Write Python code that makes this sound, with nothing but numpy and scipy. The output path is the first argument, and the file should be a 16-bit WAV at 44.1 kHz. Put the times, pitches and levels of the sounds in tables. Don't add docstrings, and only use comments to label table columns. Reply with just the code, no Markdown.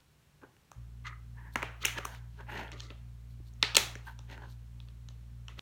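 import sys
import numpy as np
from scipy import signal
from scipy.fft import rfft, irfft, next_fast_len
from scipy.io import wavfile
from scipy.ndimage import uniform_filter1d

SR = 44100
rng = np.random.default_rng(int(sys.argv[2]) if len(sys.argv) > 2 else 0)


def decibels_to_gain(level_db):
    exponent = np.asarray(level_db, float) / 20
    return 10 ** exponent


def dump(signal):
    limited = np.clip(np.atleast_2d(signal).T, -1, 1)
    pcm = np.round(limited * 32767).astype(np.int16)
    wavfile.write(sys.argv[1], SR, pcm)


N = 247401
ON_S, CUT_S, THUMP_S = .752, 5.5938, 3.402
SHAFT_HZ, MAINS_HZ = 58.25, 119.97

# (frequency [Hz], level [dB per Hz])
RUMBLE = [(18, -16.5), (32, -13), (55, -6.5), (80, 1), (98, -7.5), (118, 1.5), (150, -0.5), (200, -10)]
# (frequency [Hz], level [dB per Hz])
HISS = [(400, -17), (700, -21), (1000, -20), (3000, -24), (8000, -30), (16000, -34.5)]
# (delay [ms], level [dB])
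ECHOES = [(8.4, -23.5), (13.5, -23), (17.5, -29), (23, -29)]
# (frequency [Hz], t60 [s])
REVERBERATION = [(200, 0.38), (1000, 0.55), (3500, 0.35), (12000, 0.31)]
# (centre [Hz], width [Hz], level [dB])
HOUSING_DIPS = [(4830, 120, -5.5), (10400, 220, -5.5)]
# (multiple of shaft speed, level [dB rms])
PISTON_ORDERS = [(1, -49.5), (2, -51.5), (3, -70.5), (4, -72.5)]
# (frequency [Hz], level [dB], t60 [s])
WRIST_MODES = [(70, -42, 0.091), (149, -61, .05), (294, -47, 0.038)]

# (frequency [Hz], width [Hz], level [dB])
TABLE_TOP = [(185, 350, -5), (313, 210, 0.5), (415.5, 24, 5.5), (553, 57, 1)]
# (frequency [Hz], width [Hz], level [dB])
JOINED_STRUCK = [(900, 80, 7), (1340, 200, 5), (1800, 31, 8.5), (2516, 320, 8), (3900, 3700, -3.5)]
# (frequency [Hz], width [Hz], level [dB])
JOINED_DRAGGED = [(640, 160, -1), (900, 134, 8), (1400, 170, 0.5), (1825, 500, 4), (2810, 580, -7)]
# (frequency [Hz], width [Hz], level [dB])
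STUD_WALLS = [(5430, 520, 0), (6620, 900, 4.5)]
# (frequency [Hz], width [Hz], level [dB])
SHARP_EDGES = [(8700, 1800, -1), (12000, 2500, -3), (15000, 3000, -4)]
# (frequency [Hz], width [Hz], level [dB])
FINGER_PADS = [(8700, 1700, -5), (13110, 2900, -2.5), (14800, 2200, -7)]
# (low mode [Hz], high mode [Hz], high mode level [dB])
ROW, PIECE, STACK = (900, 1570, -0.68), (935, 1730, 3.2), (1240, 2020, -2.5)
# (wall mode [Hz], upper ring level [dB])
WALL, STUD = (2890, -12), (4100, -3.5)

# (peak time [s], rise [s], fall [s], scrape level [dB], table rumble level [dB])
ROW_DRAGS = [(.44, 0.039, 0.042, -53.5, -53.5), (2.072, .004, 0.17, -47.5, -78),
             (2.41, 0.051, 0.05, -45, -52), (4.078, 0.027, .07, -41.5, -64),
             (4.38, 0.033, 0.083, -52.5, -53), (4.43, 0.038, 0.084, -46.5, -50)]
# (peak time [s], rise [s], fall [s], scrape level [dB], table rumble level [dB])
PIECE_DRAGS = [(1.396, 0.058, 0.12, -51, -69), (1.468, 0.069, 0.1, -52.5, -65),
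               (1.556, 0.037, 0.0025, -54.5, -58), (1.982, 0.063, .014, -37.5, -46.5)]
# (peak time [s], rise [s], fall [s], scrape level [dB], table rumble level [dB])
STACK_DRAGS = [(1.054, 0.015, 0.097, -38.5, -82), (1.072, 0.021, 0.14, -43.5, -65.5),
               (1.842, 0.047, 0.0091, -39, -50), (2.045, 0.18, .004, -46, -67),
               (2.73, .004, 0.11, -50, -49), (2.82, 0.0034, 0.21, -57.5, -59),
               (2.905, 0.0077, 0.042, -52, -49), (3.624, 0.028, 0.0028, -58.5, -66),
               (5.5, 0.013, 0.054, -54, -57.5), (5.586, 0.03, .004, -52, -54.5)]
# (peak time [s], rise [s], fall [s], scrape level [dB], table rumble level [dB])
JOINED_DRAGS = [(2.492, 0.032, 0.21, -42.5, -69), (2.575, 0.13, 0.21, -38.5, -43),
                (4.322, 0.056, 0.094, -45.5, -51)]
# (peak time [s], rise [s], fall [s], wall rasp level [dB], finger hiss level [dB])
WALL_RUBS = [(1.07, 0.033, 0.04, -44.5, -72), (1.46, .2, .1, -96, -77), (1.832, 0.029, 0.0045, -36, -57),
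             (1.848, .015, 0.0063, -37, -62), (1.93, .004, 0.076, -58.5, -68),
             (1.984, 0.028, 0.01, -37, -61), (2.04, .04, .004, -61, -78), (2.16, 0.58, 0.058, -57, -68.5),
             (2.405, 0.14, 0.075, -63.5, -76), (2.515, 0.057, 0.25, -54.5, -62.5),
             (2.575, 0.069, 0.14, -47.5, -64.5), (2.73, 0.012, 0.03, -48.5, -91),
             (2.78, .03, 0.09, -56, -83), (3.624, 0.05, 0.002, -64, -72), (4.074, .05, 0.091, -55.5, -62),
             (4.32, 0.058, 0.074, -51.5, -68.5), (4.436, .1, 0.16, -64, -84),
             (5.588, .02, 0.0039, -54, -67)]
# (peak time [s], rise [s], fall [s], stud rasp level [dB], finger hiss level [dB])
STUD_RUBS = [(1.54, 0.025, 0.019, -57.5, -58), (2.82, .004, 0.11, -52.5, -86), (2.902, .01, 0.03, -58, -83),
             (3.314, .05, 0.053, -70.5, -74), (3.49, 0.074, .013, -63, -71), (4.51, .06, .07, -61.5, -69)]

# (time [s], peak level [dB], wall ring [Hz], table knock [dB], brightness [dB])
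TAPS = [(.004, -57.5, 4000, -27, -21), (0.4172, -52, 1420, -23, -26), (0.566, -55, 2660, -11, -14),
        (0.716, -42, 1040, -18, -5.5), (2.148, -42, 1860, -34, -10), (2.407, -44, 1580, -28, -24),
        (2.634, -36.5, 1780, -17, -38), (2.68, -43.5, 3240, -7, -29), (2.723, -40, 3870, -19, -32),
        (2.798, -40, 3730, -27, -26), (2.9038, -35.5, 2950, -7.5, -39), (2.918, -51, 575, -17.5, -30),
        (4.378, -40.5, 1483, -14, -29), (4.8021, -42.5, 3820, -37, -35), (4.874, -62, 1200, -10, -22),
        (4.8857, -47.5, 3140, -16, -19), (5.105, -60, 900, -3.5, -27), (5.5, -56, 2300, -31, -20.5)]
# (time [s], peak level [dB], wall ring [Hz], table knock [dB], brightness [dB])
STUD_KNOCKS = [(2.7173, -36, 2450, -25, -7), (2.8038, -33.5, 3860, -28, -2), (3.5365, -66.5, 810, -9.5, 11),
               (3.954, -34.5, 1980, -7.5, -7), (4.1905, -43.5, 3420, -10, -2), (4.191, -45, 1070, -16, -20),
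               (5.0869, -41, 3590, -25, -4.5), (5.4825, -31.5, 3010, -31, -12)]
# (time [s], peak level [dB],
# wall ring [Hz], table knock [dB], brightness [dB])
TICKS = [(1.6215, -28.5, 1660, -14, -37.5), (2.591, -40.5, 2000, -29, -20),
         (3.6273, -7.5, 3900, -33, -30.5), (3.6282, -15, 2440, -25.5, -32.5),
         (3.6292, -21.5, 1800, -14.5, -36.5), (3.6355, -22, 1960, -19, -18.5),
         (3.748, -20.5, 3780, -16.5, -10.5), (3.7538, -14, 4100, -28.5, -10.5),
         (3.7803, -13.5, 2566, -25.5, -23), (5.5895, -38.5, 1400, -24, -29.5),
         (5.5929, -26, 3430, -3.5, -33)]
# (time [s], peak level [dB])
LANDINGS = [
    (1.5587, -27),
    (1.631, -28),
    (3.7715, -39),
    (4.42, -46.5),
    (5.49, -48.5),
]
# (wall ring [Hz], table knock [dB], brightness [dB])
LANDING_COLOUR = (1000, -13, -26)
# (time [s], peak level [dB], wall ring [Hz], table knock [dB], brightness [dB])
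SNAPS = [(.433, -49.5, 1400, 3, -24.5), (1.5568, -17, 1670, -13, -17), (1.6278, -19, 2310, -17, -20.5),
         (1.8495, -13.5, 2842, -23.5, -14.5), (1.853, -16.5, 2500, -64, -2.5),
         (1.863, -22, 2560, -37, -19.5), (1.881, -28, 2520, -35, -18.5), (1.985, -27, 1490, -7.5, -14.5),
         (2.049, -34.5, 2600, -10, -6.5), (2.052, -26.5, 1190, -30, -5), (3.7666, -6, 3900, -20, -2.5),
         (3.769, -17.5, 2420, -19.5, -19)]


def unit(x):
    return x / np.sqrt(np.mean(x ** 2) + 1e-20)


def peak1(x):
    return x / np.max(np.abs(x))


def along(points, hz):
    point_hz, value = np.transpose(points)
    return np.interp(np.log(hz + 1), np.log(point_hz + 1), value)


def filtered(x, response):
    n = x.shape[-1]
    size = next_fast_len(n + 4096)
    return irfft(rfft(x, size) * response(np.fft.rfftfreq(size, 1 / SR)), size)[..., :n]


def resonant(x, modes):
    def response(hz):
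        total = 0
        for k, (centre, width, db) in enumerate(modes):
            damping = 1j * hz * width
            total = total + (-1) ** k * decibels_to_gain(db) * damping / (centre * centre - hz * hz + damping)
        return total
    return filtered(x, response)


def twice(x, modes, spread):
    low, high = modes[0][0], modes[-1][0]
    broad = (np.sqrt(low * high), high - low + spread * low, 0)
    return resonant(resonant(x, modes), [broad])


def roomed(x, source, wet_db):
    hz, t, spectrum = signal.stft(rng.standard_normal(SR // 2), SR, nperseg=256)
    decay = decibels_to_gain(-60 * t / along(REVERBERATION, hz)[:, None])
    tail = signal.istft(spectrum * decay, SR, nperseg=256)[1][:SR // 2]
    build_s = .009
    tail = tail * np.clip(np.arange(len(tail)) / SR / build_s - .3, 0, 1)
    early = np.zeros(len(tail))
    early[0] = 1
    for ms, db in ECHOES:
        early[round(ms * SR / 1000)] = decibels_to_gain(db + rng.normal(0, 0.69))
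    diffuse = signal.fftconvolve(source, tail / np.linalg.norm(tail))
    return signal.fftconvolve(x, early) + decibels_to_gain(wet_db) * diffuse


def air():
    def response(hz):
        return decibels_to_gain(along(RUMBLE + HISS, hz)) * (hz < 15800)
    return decibels_to_gain(-65.5) * unit(filtered(rng.standard_normal(N), response))


def compressor():
    t = np.arange(N) / SR
    shaft = 2 * np.pi * SHAFT_HZ * (t + .00467)
    field = 2 * np.pi * MAINS_HZ * (t + .0003)
    lean = 1.15
    piston = sum(decibels_to_gain(db) * np.cos(k * shaft + lean) for k, db in PISTON_ORDERS)
    buzz = decibels_to_gain(-62.0) * np.cos(field) + decibels_to_gain(-77.5) * np.cos(2 * shaft + field + lean)
    fan = decibels_to_gain(-69) * np.cos(2 * np.pi * 78.06 * t)
    casing = decibels_to_gain(-68) * unit(resonant(rng.standard_normal(N), [(75, 30, -3), (160, 50, 0)]))
    surge = 1 + 0.14 * np.exp(-np.abs(t - ON_S) / 0.066)
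    start = np.clip((t - ON_S) / 0.025, 0, 1) * surge
    return start * (np.sqrt(2) * (piston + buzz + fan) + casing)


def wrist():
    t = np.maximum(np.arange(N) / SR - THUMP_S, 0)
    return sum(decibels_to_gain(db - 60 * t / t60) * np.sin(2 * np.pi * hz * t) for hz, db, t60 in WRIST_MODES)


def strokes(table, bodies):
    swell_db, roundness = 32.5, 1.476
    out = np.zeros(N + 2 * SR)
    for s, rise, fall, *levels in table:
        n = np.arange(-round(min(rise, .4) * SR), round(min(fall, .4) * SR) + 1)
        chance = rng.standard_normal((5, SR))[:, SR // 2 + n]
        away = np.abs(n) / SR / np.where(n < 0, rise, fall)
        swell = decibels_to_gain(-swell_db * away ** roundness) * np.clip(10 * (1 - away), 0, 1)
        grip = decibels_to_gain(2.2 * unit(uniform_filter1d(chance[0], size=110)))
        rub = 0
        for j, (db, body) in enumerate(zip(levels, bodies)):
            own = decibels_to_gain(1.8 * unit(uniform_filter1d(chance[1 + j], size=260)))
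            grains = chance[3 + j] * grip * own
            rings = sum((-1) ** k * twice(grains, [mode], 0.56) for k, mode in enumerate(body))
            rub = rub + decibels_to_gain(db - 4.0) * swell * unit(rings)
        rub = roomed(rub, rub, wet_db=-16)
        out[round(s * SR) + n[0]:][:len(rub)] += rub
    return out[:N]


def drags():
    total = strokes(JOINED_DRAGS, (JOINED_DRAGGED, TABLE_TOP))
    for table, (low_hz, high_hz, db) in [(ROW_DRAGS, ROW), (PIECE_DRAGS, PIECE), (STACK_DRAGS, STACK)]:
        cavity = [(low_hz, .13 * low_hz, 0), (high_hz, 0.1 * high_hz, db)]
        total = total + strokes(table, (cavity, TABLE_TOP))
    return total


def rubs():
    total = 0
    for table, (hz, db) in [(WALL_RUBS, WALL), (STUD_RUBS, STUD)]:
        wall = [(hz, .3 * hz, 0), (1.5 * hz, 0.5 * hz, -8), (6500, 1200, db)]
        total = total + strokes(table, (wall, FINGER_PADS))
    return total


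def contacts(table, rise_ms, chatter_ms, first_blow, damping, wet_db):
    out, t = np.zeros(N + 2 * SR), np.arange(2048) / SR
    blow = (t == 0) * 1.
    envelope = np.minimum(t * 1000 / rise_ms, 1) * np.exp(-(t * 1000 / chatter_ms))
    for s, db, ring_hz, knock_db, upper_db, crack_db in table:
        chatter = rng.standard_normal((2, len(t))) * envelope
        force = first_blow * blow + chatter[0]
        shake_db = -6 + 0.07 * db

        def wall(f):
            ring = twice(f, [(ring_hz, damping * ring_hz, 0)], 0.86)
            return filtered(ring, lambda hz: 1 / (1 + 1j * hz / (1.8 * ring_hz)) ** 2)

        parts = [(0, force, wall),
                 (shake_db, force, lambda f: twice(f, JOINED_STRUCK, 0.94)),
                 (knock_db, force, lambda f: twice(f, TABLE_TOP, 0.85)),
                 (upper_db, chatter[1], lambda f: twice(f, STUD_WALLS, 0.19)),
                 (crack_db, chatter[1], lambda f: twice(f, SHARP_EDGES, 0.31))]
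        hit = power = 0
        for rel_db, drive, body in parts:
            near = decibels_to_gain(db + rel_db) * peak1(body(drive))
            clean = body(blow)
            hit = hit + near
            power = power + np.abs(rfft(clean)) ** 2 * np.sum(near ** 2) / np.sum(clean ** 2)
        even = np.sqrt(np.abs(uniform_filter1d(power, size=61)))
        mean = np.roll(irfft(even), 150)
        hit = roomed(hit, mean + .25 * hit, wet_db)
        out[round(s * SR):][:len(hit)] += hit
    return out[:N]


def edged(rows, edge_db):
    return [(*row, row[-1] + edge_db) for row in rows]


def ticks():
    table = edged(TICKS + TAPS, -3) + edged(STUD_KNOCKS, -20)
    return contacts(table, rise_ms=.2, chatter_ms=.9, first_blow=2.0, damping=.3, wet_db=-10.5)


def snaps():
    landings = [(*row, *LANDING_COLOUR) for row in LANDINGS]
    table = edged(SNAPS + landings, -1.5)
    return contacts(table, rise_ms=.6, chatter_ms=2.0, first_blow=1.0, damping=0.29, wet_db=-9.5)


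def scene():
    before = np.clip((CUT_S - np.arange(N) / SR) / 0.000271, 0, 1)
    sources = compressor() + wrist() + drags() + rubs() + ticks() + snaps()
    return (air() + sources * before)[None]


def roll_off(x):
    return signal.sosfilt(signal.butter(12, 17080, fs=SR, output="sos"), x)


def record(dry):
    def housing(hz):
        dips_db = sum(db * np.exp(-((hz - centre) / width) ** 2) for centre, width, db in HOUSING_DIPS)
        return decibels_to_gain(dips_db) * (hz < 16700)
    mix = filtered(dry, housing)
    return roll_off(mix)


dry = scene()
out = record(dry)
dump(out)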